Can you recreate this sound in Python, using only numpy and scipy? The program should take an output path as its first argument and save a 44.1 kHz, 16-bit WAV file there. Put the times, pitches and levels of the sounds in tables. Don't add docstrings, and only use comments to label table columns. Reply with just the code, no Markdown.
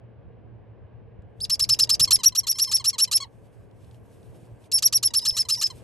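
import sys
import numpy as np
from scipy import signal
from scipy.fft import rfft, irfft, next_fast_len
from scipy.io import wavfile
from scipy.ndimage import uniform_filter1d, map_coordinates

SR = 44100
rng = np.random.default_rng(int(sys.argv[2]) if len(sys.argv) > 2 else 0)


def generate_wav(sig):
    pcm = np.round(np.clip(np.atleast_2d(sig).T, -1, 1) * 32767).astype(np.int16)
    wavfile.write(sys.argv[1], SR, pcm)


def how_loud(loudness_db):
    steps = np.asarray(loudness_db, float) / 20
    return 10 ** steps


N = 257103

# time in seconds, hum level in dB, air level in dB.
FAN_LEVELS = [(0.0, -48.5, -55), (1.38, -47, -54.5), (2.0, -44.5, -48.5), (2.32, -51, -57),
              (5.2, -48.5, -54), (5.6, -49.5, -56), (5.83, -45.5, -51)]
# frequency in Hz, density in dB per Hz.
HUM_SPECTRUM = [(12, -60), (25, -28), (39, -14.5), (75, -6.5), (104, -2), (114, 5.5), (124, -2), (140, -13),
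                (220, -19.5), (290, -41), (480, -120)]
# frequency in Hz, density in dB per Hz.
AIR_SPECTRUM = [(100, -30), (170, -3), (282, -6.5), (469, -6), (973, -18.5), (1160, -22.5), (1330, -29),
                (1640, -23), (1790, -28), (2900, -33.5), (3600, -42.5), (6000, -59.5), (7800, -86.5),
                (13200, -120)]
WHINE_HZ, WHINE_DB = 460, -18.5
# time in seconds, level in dB.
RUSTLE_SPELLS = [
    [(1.3, -96), (1.358, -94), (1.38, -79)],
    [(3.27, -75.5), (3.61, -75), (3.7, -79), (3.84, -70.5), (3.96, -69.5), (4.028, -81.5), (4.06, -71),
     (4.41, -67.5), (4.54, -76.5), (4.66, -66), (4.676, -73.5), (4.71, -92)],
    [(5.69, -63), (5.74, -62.5), (5.778, -57.5), (5.83, -62.5)],
]
# frequency in Hz, density in dB per Hz.
DOWN_SPECTRUM = [(1470, -24.5), (2500, -6), (4000, -10.5), (7230, -12), (9020, -7.5), (10100, -13),
                 (11000, -4), (12000, -13), (13200, -40)]
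# start in seconds, peak level in dB.
TICKS = [(1.2212, -56), (3.7117, -52), (3.8454, -48), (3.9119, -45), (3.945, -50), (4.1294, -63.5),
         (4.2298, -50), (4.6414, -47)]
# start in seconds, peak level in dB, pitch in Hz.
KNOCKS = [(0.83, -45.5, 103), (1.19, -32, 76.9), (1.489, -35.5, 101.8), (1.62, -31.5, 72.06),
          (1.896, -43, 116), (2.009, -26, 138.8), (2.048, -34, 62.16), (2.137, -34, 61.9),
          (2.179, -41.5, 51.1), (4.429, -40.5, 126), (5.322, -33.5, 64.9)]
# frequency in Hz, time to fall 60 dB in seconds.
WALL_DECAY = [(500, 0.2), (5000, 0.063), (11500, 0.045), (14000, .015)]
# frequency in Hz, density in dB per Hz.
BREATH_SPECTRUM = [(800, -39.5), (2000, -16.5), (4000, -5), (5500, 6.5), (8000, -6), (9900, -14.5),
                   (10600, -3), (11500, -3), (12100, -27), (14000, -49.5), (17000, -67)]

# time in seconds, pitch in Hz, level in dB.
THIN_NOTES = [
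    [(1.458, 4850, -53), (1.468, 4898, -66), (1.474, 5310, -79), (1.492, 5347, -68)],
    [(1.66, 5151, -60), (1.662, 5151, -66), (1.686, 5535, -61)],
    [(1.752, 5170, -42), (1.758, 5255, -53), (1.78, 5315, -63), (1.786, 5274, -59)],
    [(2.528, 5080, -26), (2.538, 5345, -52.5), (2.548, 5250, -42.5), (2.586, 5535, -41.5)],
    [(2.648, 5080, -29), (2.672, 5350, -42), (2.71, 5170, -37), (2.714, 5178, -40)],
    [(2.778, 5246, -37.5), (2.786, 5053, -30.5), (2.795, 5090, -48.5)],
    [(4.99, 5350, -55), (4.996, 5228, -64), (5.02, 5240, -88)],
    [(5.198, 5075, -42), (5.225, 5040, -38.5), (5.252, 5390, -39.5)],
    [(5.308, 5240, -35.5), (5.346, 5276, -42.5), (5.358, 5390, -38), (5.367, 5620, -42.5)],
    [(5.55, 4950, -34), (5.576, 5410, -41.5), (5.602, 5410, -34.5), (5.612, 4850, -35)],
]
# time in seconds, pitch in Hz, level in dB.
BEATING_NOTES = [
    [(2.598, 4780, -35), (2.62, 5130, -38), (2.637, 5154, -36)],
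    [(5.272, 4806, -36), (5.285, 4750, -36), (5.297, 4760, -40)],
]
TIRING_SPAN = (5.4, 5.55)

# start in seconds, held time in seconds, pitch in Hz, level in dB.
SQUEAKS = [(1.764, 0.016, 978, -55), (1.8712, 0.0063, 953, -43), (2.0744, 0.019, 1090, -32.5),
           (2.1869, 0.031, 1049, -39), (2.321, 0.012, 1031, -44.5), (2.4314, 0.02, 1077, -41.5),
           (2.5527, 0.011, 1065, -40), (2.6699, 0.024, 1075, -39.5), (2.796, 0.024, 1090, -38),
           (2.929, 0.029, 1090, -37.5), (3.074, 0.015, 1032, -40), (3.201, 0.044, 1117, -34.5),
           (5.1039, 0.01304, 967, -44.5), (5.217, 0.022, 997, -45), (5.335, 0.02, 1032, -46.5),
           (5.45, .013, 1038, -42.5), (5.572, 0.014, 980, -41), (5.7, 0.017, 1056, -37.5)]
CREST_S, ARCH_PER_S2 = .024, 180
# frequency in Hz, gain in dB.
BEAK_GAIN = [(700, -4), (1100, -6.5), (2200, -12), (3300, -3.5), (4400, 6.5), (5500, -9), (6640, -6),
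             (8170, -6.5), (10000, -20.5), (11400, -16.5), (13000, -44), (16000, -70)]

# start in seconds, rasp level in dB, overtone level in dB.
CHIRPS = [(1.402, -44, -20), (1.4963, -23, -18.5), (1.5938, -22, -20.5), (1.69, -18.5, -23.5),
          (1.7891, -17, -20.5), (1.8931, -17.5, -19.5), (1.9956, -18, -14), (2.107, -15, -13),
          (2.2333, -19, -18.5), (2.35, -24, -20), (2.4681, -25, -18.5), (2.5847, -23, -21),
          (2.714, -22.5, -17.5), (2.8424, -22.5, -18), (2.9822, -21, -13.5), (3.113, -21.5, -13.5),
          (4.716, -24.5, -15.5), (4.823, -20.5, -13), (4.925, -21, -16), (5.0278, -20.5, -14.5),
          (5.137, -22, -14), (5.251, -21, -18), (5.3664, -21.5, -20), (5.4867, -22, -21), (5.612, -21, -39)]
# time in seconds, roughness 0-1, closing puff in dB, slide-in in dB.
STRAIN = [(1.4, 0.19, -43.5, -37), (1.5, 0.65, -40, -47), (1.6, 0.53, -38, -47), (1.9, 0.6, -33.5, -27.5),
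          (2.05, 0.55, -29, -18.5), (2.23, 0.31, -45, -37.5), (2.6, 0.46, -33, -30.5),
          (3.11, 0.45, -32.5, -29), (4.72, .65, -30.5, -67), (4.93, 0.63, -41.5, -26.5),
          (5.25, 0.58, -45.5, -37), (5.6, 0.55, -37, -46)]
# time in seconds, top edge at the first slap in dB,
# top edge later in the rasp in dB, leak beside the whistle relative to the rasp in dB.
AIRINESS = [(1.4, 3, 0, -4), (1.5, 11, -4, -21), (1.9, 12, 2, -24.5), (2.11, 11, -8, -32),
            (2.24, -1.5, 7, -28.5), (2.47, 9, 4, -18), (2.6, -1, -6, -24), (2.85, -6, -17.5, -25.5),
            (3.12, 0.5, -20.5, -26), (4.72, -6, -9, -32.5), (4.83, 8, -20, -32), (4.93, 1, -25, -31),
            (5.14, -3, -11, -27), (5.49, 4.5, 3, -15), (5.62, -1, 5, -21)]
PAUSE_S, THIN_HZ = .5, 1700
TOP_EDGE_HZ = 12200
# centre in Hz, width in Hz, level in dB.
THROAT = [(1143, 250, -14), (2905, 325, -8), (4219, 270, 4), (5977, 950, -1.5), (7463, 890, -1),
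          (10760, 1130, -4)]
# frequency in Hz, gain in dB.
RASP_EDGE = [(1330, -4), (1500, -10.5), (1750, 6.5), (2300, -1), (12300, -4.5), (13000, -8), (13700, -26.5),
             (15300, -15), (16600, -45)]
# frequency in Hz, gain in dB.
OVERTONE_GAIN = [(5000, -13), (9000, -11), (10200, -9), (10800, -1.5), (11200, -1), (11700, -9)]
# time in seconds, pitch in Hz, peak level in dB.
EARLY_WHISTLES = [
    [(1.408, 4180, -43), (1.4175, 5020, -25.5), (1.4262, 5290, -41), (1.4377, 5210, -31),
     (1.4441, 4990, -19), (1.4469, 4880, -30), (1.4499, 4500, -30)],
    [(1.5086, 4810, -35), (1.5121, 5060, -18), (1.5216, 5420, -20), (1.5305, 5450, -19),
     (1.5443, 5030, -16.0), (1.5453, 5020, -31.5), (1.5485, 4910, -24)],
    [(1.6073, 5120, -34), (1.6113, 5060, -14.5), (1.617, 5310, -26), (1.628, 5480, -15.5),
     (1.636, 5260, -24), (1.6405, 5070, -14), (1.6422, 4920, -19)],
    [(1.7031, 5070, -22), (1.7061, 5090, -13.5), (1.7188, 5420, -16), (1.7265, 5367, -16.5),
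     (1.7373, 5043, -10), (1.7388, 5000, -24), (1.741, 5050, -14.5)],
    [(1.8049, 5047, -23), (1.8094, 5106, -10), (1.8146, 5330, -23), (1.8226, 5477, -16.0),
     (1.8301, 5390, -20.5), (1.8361, 5070, -11.5), (1.8398, 4830, -17)],
    [(1.9082, 5030, -30.5), (1.9139, 5084, -11), (1.9209, 5310, -19.5), (1.9294, 5320, -21.5),
     (1.9391, 5210, -16.5), (1.9416, 5075, -12.5), (1.9461, 4750, -21)],
    [(2.0114, 4960, -27), (2.0171, 5131, -12), (2.0196, 5230, -15.5), (2.0328, 5466, -18.5),
     (2.0401, 5420, -14.5), (2.0433, 5316, -9.5), (2.0468, 4880, -14)],
    [(2.1247, 4760, -22.5), (2.1279, 5170, -12.5), (2.1322, 5520, -9.5), (2.1342, 5530, -17.5),
     (2.1529, 5474, -23.5), (2.1571, 5240, -12), (2.1586, 4960, -17.5)],
]
# time in seconds, pitch in Hz, peak level in dB.
MIDDLE_WHISTLES = [
    [(2.2519, 4840, -24), (2.2576, 5470, -24.5), (2.2611, 5610, -8.5), (2.2703, 5720, -8.5),
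     (2.2821, 5767, -12), (2.2871, 5440, -29.5), (2.289, 5290, -19)],
    [(2.3666, 5047, -25.5), (2.3736, 5450, -29), (2.3831, 5667, -17), (2.3908, 5660, -16),
     (2.395, 5650, -15.5), (2.3983, 5480, -29.5), (2.4008, 5250, -19)],
    [(2.4863, 5080, -22), (2.4945, 5450, -27), (2.4985, 5590, -15.5), (2.507, 5757, -22.5),
     (2.5135, 5640, -20.5), (2.5165, 5520, -18), (2.5192, 5360, -20.5)],
    [(2.6036, 4845, -26.5), (2.6076, 5163, -19), (2.6153, 5430, -33.5), (2.6203, 5530, -15.5),
     (2.628, 5680, -16.5), (2.6348, 5600, -20), (2.6405, 5270, -18)],
    [(2.7323, 4964, -28), (2.737, 5190, -18), (2.754, 5650, -17), (2.7612, 5480, -14), (2.7635, 5390, -34),
     (2.7652, 5320, -13.5), (2.7672, 5090, -20.5)],
    [(2.863, 5015, -39), (2.864, 5120, -20), (2.8834, 5615, -16.5), (2.8914, 5550, -15.5),
     (2.8952, 5390, -29.5), (2.8964, 5340, -17.5), (2.8979, 5190, -17.5)],
    [(3.0097, 5225, -18), (3.0174, 5350, -16.5), (3.0209, 5530, -22.5), (3.0239, 5556, -15.0),
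     (3.0359, 5563, -14), (3.0389, 5480, -17.5), (3.0436, 5120, -14)],
    [(3.1389, 4940, -25.5), (3.1429, 5156, -17.5), (3.1576, 5460, -17), (3.1631, 5570, -21),
     (3.1673, 5470, -37), (3.1693, 5380, -12), (3.1728, 5030, -19)],
]
# time in seconds, pitch in Hz, peak level in dB.
LATE_WHISTLES = [
    [(4.7262, 4920, -29), (4.7289, 5110, -22), (4.7379, 5420, -25), (4.7571, 5510, -15.5),
     (4.7733, 5380, -27), (4.7798, 5090, -15.5), (4.7841, 4740, -21)],
    [(4.837, 4960, -21), (4.8422, 5230, -17.5), (4.8522, 5550, -27), (4.8642, 5740, -10.5),
     (4.8689, 5630, -12.5), (4.8704, 5560, -19.0), (4.8759, 4990, -18.5)],
    [(4.9385, 5140, -24), (4.9415, 5230, -18.5), (4.952, 5570, -19), (4.9619, 5700, -12.5),
     (4.9699, 5450, -22.5), (4.9732, 5240, -15), (4.9764, 4980, -21)],
    [(5.04, 5110, -30.0), (5.045, 5200, -17.5), (5.054, 5480, -25), (5.0629, 5610, -17.0),
     (5.0709, 5400, -28), (5.0739, 5250, -15), (5.0769, 5080, -17.5)],
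    [(5.1535, 4990, -21.5), (5.163, 5330, -17), (5.1754, 5510, -21), (5.183, 5440, -18.5),
     (5.1862, 5300, -14.5), (5.1884, 5160, -22), (5.1924, 4800, -24)],
]
# time in seconds, pitch in Hz, peak level in dB.
LAST_WHISTLES = [
    [(5.2685, 5090, -27), (5.2742, 5110, -19.5), (5.2844, 5414, -16.5), (5.2904, 5450, -25.0),
     (5.2962, 5330, -15.5), (5.2979, 5130, -15), (5.3034, 5116, -27)],
    [(5.3895, 5210, -22), (5.3975, 5345, -16.5), (5.4049, 5415, -17.5), (5.4107, 5330, -15),
     (5.4154, 5170, -20.5), (5.4172, 5130, -19), (5.4204, 4890, -23)],
    [(5.509, 4940, -34), (5.5142, 5140, -13.5), (5.5217, 5300, -33), (5.5254, 5280, -15),
     (5.5347, 5265, -30), (5.5389, 5116, -15.5), (5.5469, 4860, -25)],
    [(5.6357, 5010, -35), (5.6399, 5121, -19.5), (5.6459, 5173, -13.5), (5.6534, 5310, -30),
     (5.6656, 5176, -14.5), (5.6679, 5050, -30), (5.6689, 5180, -20)],
]

# frequency in Hz, lead of the left port in radians.
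PORT_LEAD = [(0, -1.5), (260, 2), (780, -1.42), (1210, -0.02), (3010, 0.5), (8700, 0.18), (9820, -2.5),
             (10500, -3.5), (11800, -6.5), (12600, -7.2), (13400, -8.3), (14400, -11.5), (14900, -13.5),
             (16500, -12)]
# frequency in Hz, left-right likeness.
PORT_LIKENESS = [(40, 0.91), (120, .45), (300, 0.054), (700, 1), (1500, 0.71), (4000, 0.7), (9000, 1)]
# frequency in Hz, left over right in dB.
PORT_TILT = [(60, -0.5), (200, -1), (380, 4.5), (700, -2), (1300, -2), (2400, 0.5), (4400, 0), (9000, 0),
             (12000, 0)]


def unit(x):
    return x / np.sqrt(np.mean(x ** 2) + 1e-20)


def along(points, hz):
    f, v = np.transpose(points)
    return np.interp(np.log(hz + 1), np.log(f + 1), v)


def track(times, values):
    return np.interp(np.arange(N) / SR, np.ravel(times), np.ravel(values))


def wobble(rate):
    knots = rng.standard_normal(int(N * rate / SR) + 4)
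    return map_coordinates(knots, [np.arange(N) * rate / SR], order=2)


def filtered(x, response):
    m = next_fast_len(N + 8192)
    return irfft(rfft(x, m) * response(np.fft.rfftfreq(m, 1 / SR)), m)[..., :N]


def turns(hz):
    return 2 * np.pi * np.cumsum(hz) / SR


def columns(table):
    return np.transpose(table)[:, :, None]


def at_calls(table, start):
    s, *values = np.transpose(table)
    return [np.interp(start, s, v) for v in values]


def rush(spectrum, patchy_db):
    z = signal.stft(rng.standard_normal((2, N + 512)), nperseg=512)[2]
    field = uniform_filter1d(rng.standard_normal(z.shape[1:]), 5, 0)
    field = uniform_filter1d(field, 8, 1)
    pair = signal.istft(z * how_loud(patchy_db * unit(field)), nperseg=512)[1][:, :N]

    def mid_side(hz):
        turn = np.arccos(np.clip(along(PORT_LIKENESS, hz), -1, 1)) / 2
        return how_loud(along(spectrum, hz)) * [np.cos(turn), np.sin(turn)]

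    mid, side = filtered(pair, mid_side)
    return unit(np.array([mid + side, mid - side]))


def fan():
    s, hum_db, air_db = np.transpose(FAN_LEVELS)
    hum = how_loud(track(s, hum_db) + 0.45 * wobble(14)) * rush(HUM_SPECTRUM, patchy_db=-3.0)
    whine_level = how_loud(track(s, hum_db) + WHINE_DB + 2.68 * wobble(7.2))
    whine = whine_level * np.sin(turns(WHINE_HZ + 1.5 * wobble(5)))
    draught = how_loud(track(s, air_db) + .3 * wobble(1.1)) * rush(AIR_SPECTRUM, patchy_db=0.9)
    return hum + whine + draught


def rustle():
    s, db = np.vstack([(1.25, -105), *RUSTLE_SPELLS]).T
    brush_db = track(s, db) + 2.2 * wobble(39) + .4 * wobble(10)
    brush = how_loud(brush_db) * rush(DOWN_SPECTRUM, patchy_db=1.5)
    gate_db = np.full(N, -120.)
    for s, db in TICKS:
        gate_db[round(s * SR):][:300] = db - 10 - 60 * np.arange(300) / SR / .02
    dry_spectrum = [(1200, -37.5), (3200, 0.5), (6000, -13.5), (10000, -13.5), (13000, -55.5)]  # Hz, dB per Hz
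    return brush + how_loud(gate_db) * rush(dry_spectrum, patchy_db=-3.5)


def bumps():
    out, t = np.zeros(N + SR), np.arange(SR // 8) / SR
    for s, db, hz in KNOCKS:
        swell = 1 - np.exp(-t / 0.0014)
        swing = how_loud(db + 6.0 - 60 * t / 0.034) * swell * np.sin(2 * np.pi * hz * t)
        out[round(s * SR):][:len(t)] += swing
    return out[:N] * how_loud([[1.5], [-1.5]])


def box(x):
    hz, t, z = signal.stft(rng.standard_normal((2, SR // 5)), SR, nperseg=128)
    decay = how_loud(-60 * t / along(WALL_DECAY, hz)[:, None])
    tail = signal.istft(z * decay, SR, nperseg=128)[1]
    return signal.fftconvolve(x[None], tail / np.linalg.norm(tail[0]), axes=1)[:, :N]


def breath():
    return unit(filtered(rng.standard_normal(N), lambda f: how_loud(along(BREATH_SPECTRUM, f))))


def held():
    notes = []
    for note in sorted(THIN_NOTES + BEATING_NOTES):
        before = (note[0][0] - .005, note[0][1], -130)
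        after = (note[-1][0] + .005, note[-1][1], -130)
        notes.append([before, *note, after])
    s, hz, db = np.vstack(notes).T
    tired = track(TIRING_SPAN, [1, 2.6])
    flutter = .004 * wobble(70) + tired * (.012 * wobble(260) + .009 * wobble(1500))
    phase = turns(track(s, hz) * (1 + flutter))
    hoarse = how_loud(-11 + 4 * wobble(300)) * np.sin(2 * phase) + how_loud(-20) * breath()
    return how_loud(track(s, db) + 6 + 1.4 * wobble(250)) * (np.sin(phase) + hoarse)


def squeaks():
    s, held_s, first_hz, db = columns(SQUEAKS)
    end = s + held_s
    times = np.hstack([s - .002, s + .002, s + .6 * held_s, end, end + .013, end + .017])
    from_crest = track(times, times - s - np.clip(held_s - CREST_S, .002, None))
    pitch = track(times, first_hz + 0 * times) * (1 - ARCH_PER_S2 * from_crest ** 2)
    level = track(times, db - [51, 2, 0.095, 8.9, 26, 80.5])
    closing = track(times, np.ones_like(s) * [0.602, .3, .6, 2.7, 12.84, 6])
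    closing = closing + track(times, .12 * np.clip(-42 - db, 0, 30) + 0 * times)
    phase = turns(pitch * (1 + 0.004 * wobble(400)))
    stack = 0
    for k in range(1, 12):
        overtone_db = along(BEAK_GAIN, k * pitch) - (k - 2.5) * closing + 3 * wobble(180)
        stack = stack + how_loud(overtone_db) * np.sin(k * phase + .8 * k * k)
    return how_loud(level - 1.5) * (stack + how_loud(-17) * breath())


def throat(f):
    response = 0
    for k, (centre, width, db) in enumerate(THROAT):
        resonance = 1j * f * width / (centre * centre - f * f + 1j * f * width)
        response = response + (-1) ** k * how_loud(db) * resonance
    return response


def rasp(start, onset, rasp_db, off):
    spike_db, edge_db, _ = at_calls(AIRINESS, start)
    rough, _, _ = at_calls(STRAIN, start)
    times = np.hstack([start - .002, start - .0005, start + 0.0018,
                       onset - .005, onset - 0.0003, onset + .003, onset + 0.007])
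    pitch = track(times, np.ones_like(start) * [1090, 1090, 1144.0, 1462, 1759, 1891, 1893])
    rough = np.clip(track(times, rough * [.35, .35, .35, .95, 1.3, 1.3, 1.3]), 0, 1)
    phase = turns(pitch * (1 + 0.027 * wobble(40) + (0.005 + .04 * rough) * wobble(900)))
    slaps = sum(np.cos(k * phase + 0.55 * k * k) for k in range(1, 12))
    slaps = unit(slaps) * how_loud(1.65 * wobble(700))
    gated = unit(rng.standard_normal(N) * (2.0 + np.cos(phase)))
    source = np.sqrt(1 - rough) * slaps + np.sqrt(rough) * gated
    voice = unit(filtered(source, lambda f: throat(f) * how_loud(along(RASP_EDGE, f))))
    first = track(times, (np.diff(start, axis=0, prepend=0) > PAUSE_S) + 0 * times)
    voice = voice - first * filtered(voice, lambda f: 1 / (1 + (f / THIN_HZ) ** 8))
    top_db = track(times, np.hstack([spike_db + [3, 3, 3.5], edge_db - [-2.5, 5.0, 6, 6]]))
    voice = voice + (how_loud(top_db) - 1) * filtered(voice, lambda f: f > TOP_EDGE_HZ)
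    level = track(times, np.hstack([off, rasp_db - [20.5, 3.0, 0.83, 5.5, 32.5], off]))
    return voice * how_loud(level)


def whistle(start, onset, knee, curves, over_db, off):
    s, hz, db = curves
    _, _, slide_db = at_calls(STRAIN, start)
    fall = knee + [.0035, .0055, .0085, .013, .016]
    times = np.hstack([start, start + 0.002, onset - .004, s, fall])
    collapse = hz[:, -1:] * [.9, .69, .52, .41, .38]
    pitch = track(times, np.hstack([2600 + 0 * start, 3100 + 0 * start, hz[:, :1], hz, collapse]))
    pitch = uniform_filter1d(pitch, size=150)
    ragged = track(times, np.ones_like(start) * [.05, .05, .04, 0, 0, 0, 0, 0, 0, .1, .5, .9, .9, .9, .9])
    phase = turns(pitch * (1 + .004 * wobble(500) + .07 * ragged * wobble(800)))
    dying_db = np.minimum(db[:, -1:], -23) - [9, 21, 29, 38, 100]
    level = track(times, np.hstack([off, slide_db - 7.5, slide_db, db, dying_db]))
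    locked = track(times, np.ones_like(start) * ([0] * 3 + [1] * 7 + [0] * 5)) == 1
    size = np.where(locked, track(s, how_loud(db)), how_loud(level))
    note = size * how_loud(0.86 + (1.5 + 8 * ragged) * wobble(450)) * np.sin(phase)
    octave_db = over_db - [7.4, 4, 1.52, .1, 0.11, 1.5, 8.4, 14, 16, 26, 40, 90]
    over = track(times, np.hstack([off, slide_db, slide_db + 3.5, octave_db]))
    over = over + 1.0 + along(OVERTONE_GAIN, 2 * pitch) + 3.2 * wobble(300)
    return note + how_loud(over) * np.sin(2 * phase)


def leak(start, onset, knee, rasp_db, off):
    _, _, leak_db = at_calls(AIRINESS, start)
    _, puff_db, _ = at_calls(STRAIN, start)
    times = np.hstack([start, onset, knee - .004, knee + .003, knee + 0.011, knee + 0.021, knee + 0.024])
    level = track(times, np.hstack([off, rasp_db - 17.5, rasp_db + leak_db,
                                    puff_db + 6.5, puff_db + 0.5, puff_db - 27.5, off]))
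    return breath() * how_loud(level + 0.65 * wobble(405))


def chirps():
    start, rasp_db, over_db = columns(CHIRPS)
    calls = EARLY_WHISTLES + MIDDLE_WHISTLES + LATE_WHISTLES + LAST_WHISTLES
    curves = np.transpose(calls, (2, 0, 1))
    s = curves[0]
    onset, knee = s[:, :1] + .002, s[:, -1:] - .002
    off = np.full_like(start, -120)
    voiced = rasp(start, onset, rasp_db, off) + whistle(start, onset, knee, curves, over_db, off)
    return voiced + leak(start, onset, knee, rasp_db, off)


def scene():
    chicks = chirps() + squeaks() + held()
    walls = how_loud(-16) * box(chicks)
    return chicks + walls + fan() + rustle() + bumps()


def low_pass(x):
    return signal.sosfilt(signal.butter(12, 16960, fs=SR, output="sos"), x)


def record(dry):
    def half(f):
        lead = np.interp(f, *np.transpose(PORT_LEAD))
        return how_loud(along(PORT_TILT, f) / 2) * np.exp(.5j * lead)

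    ports = filtered(dry, lambda f: np.array([half(f), 1 / half(f)]))
    return low_pass(ports)


dry = scene()
out = record(dry)
generate_wav(out)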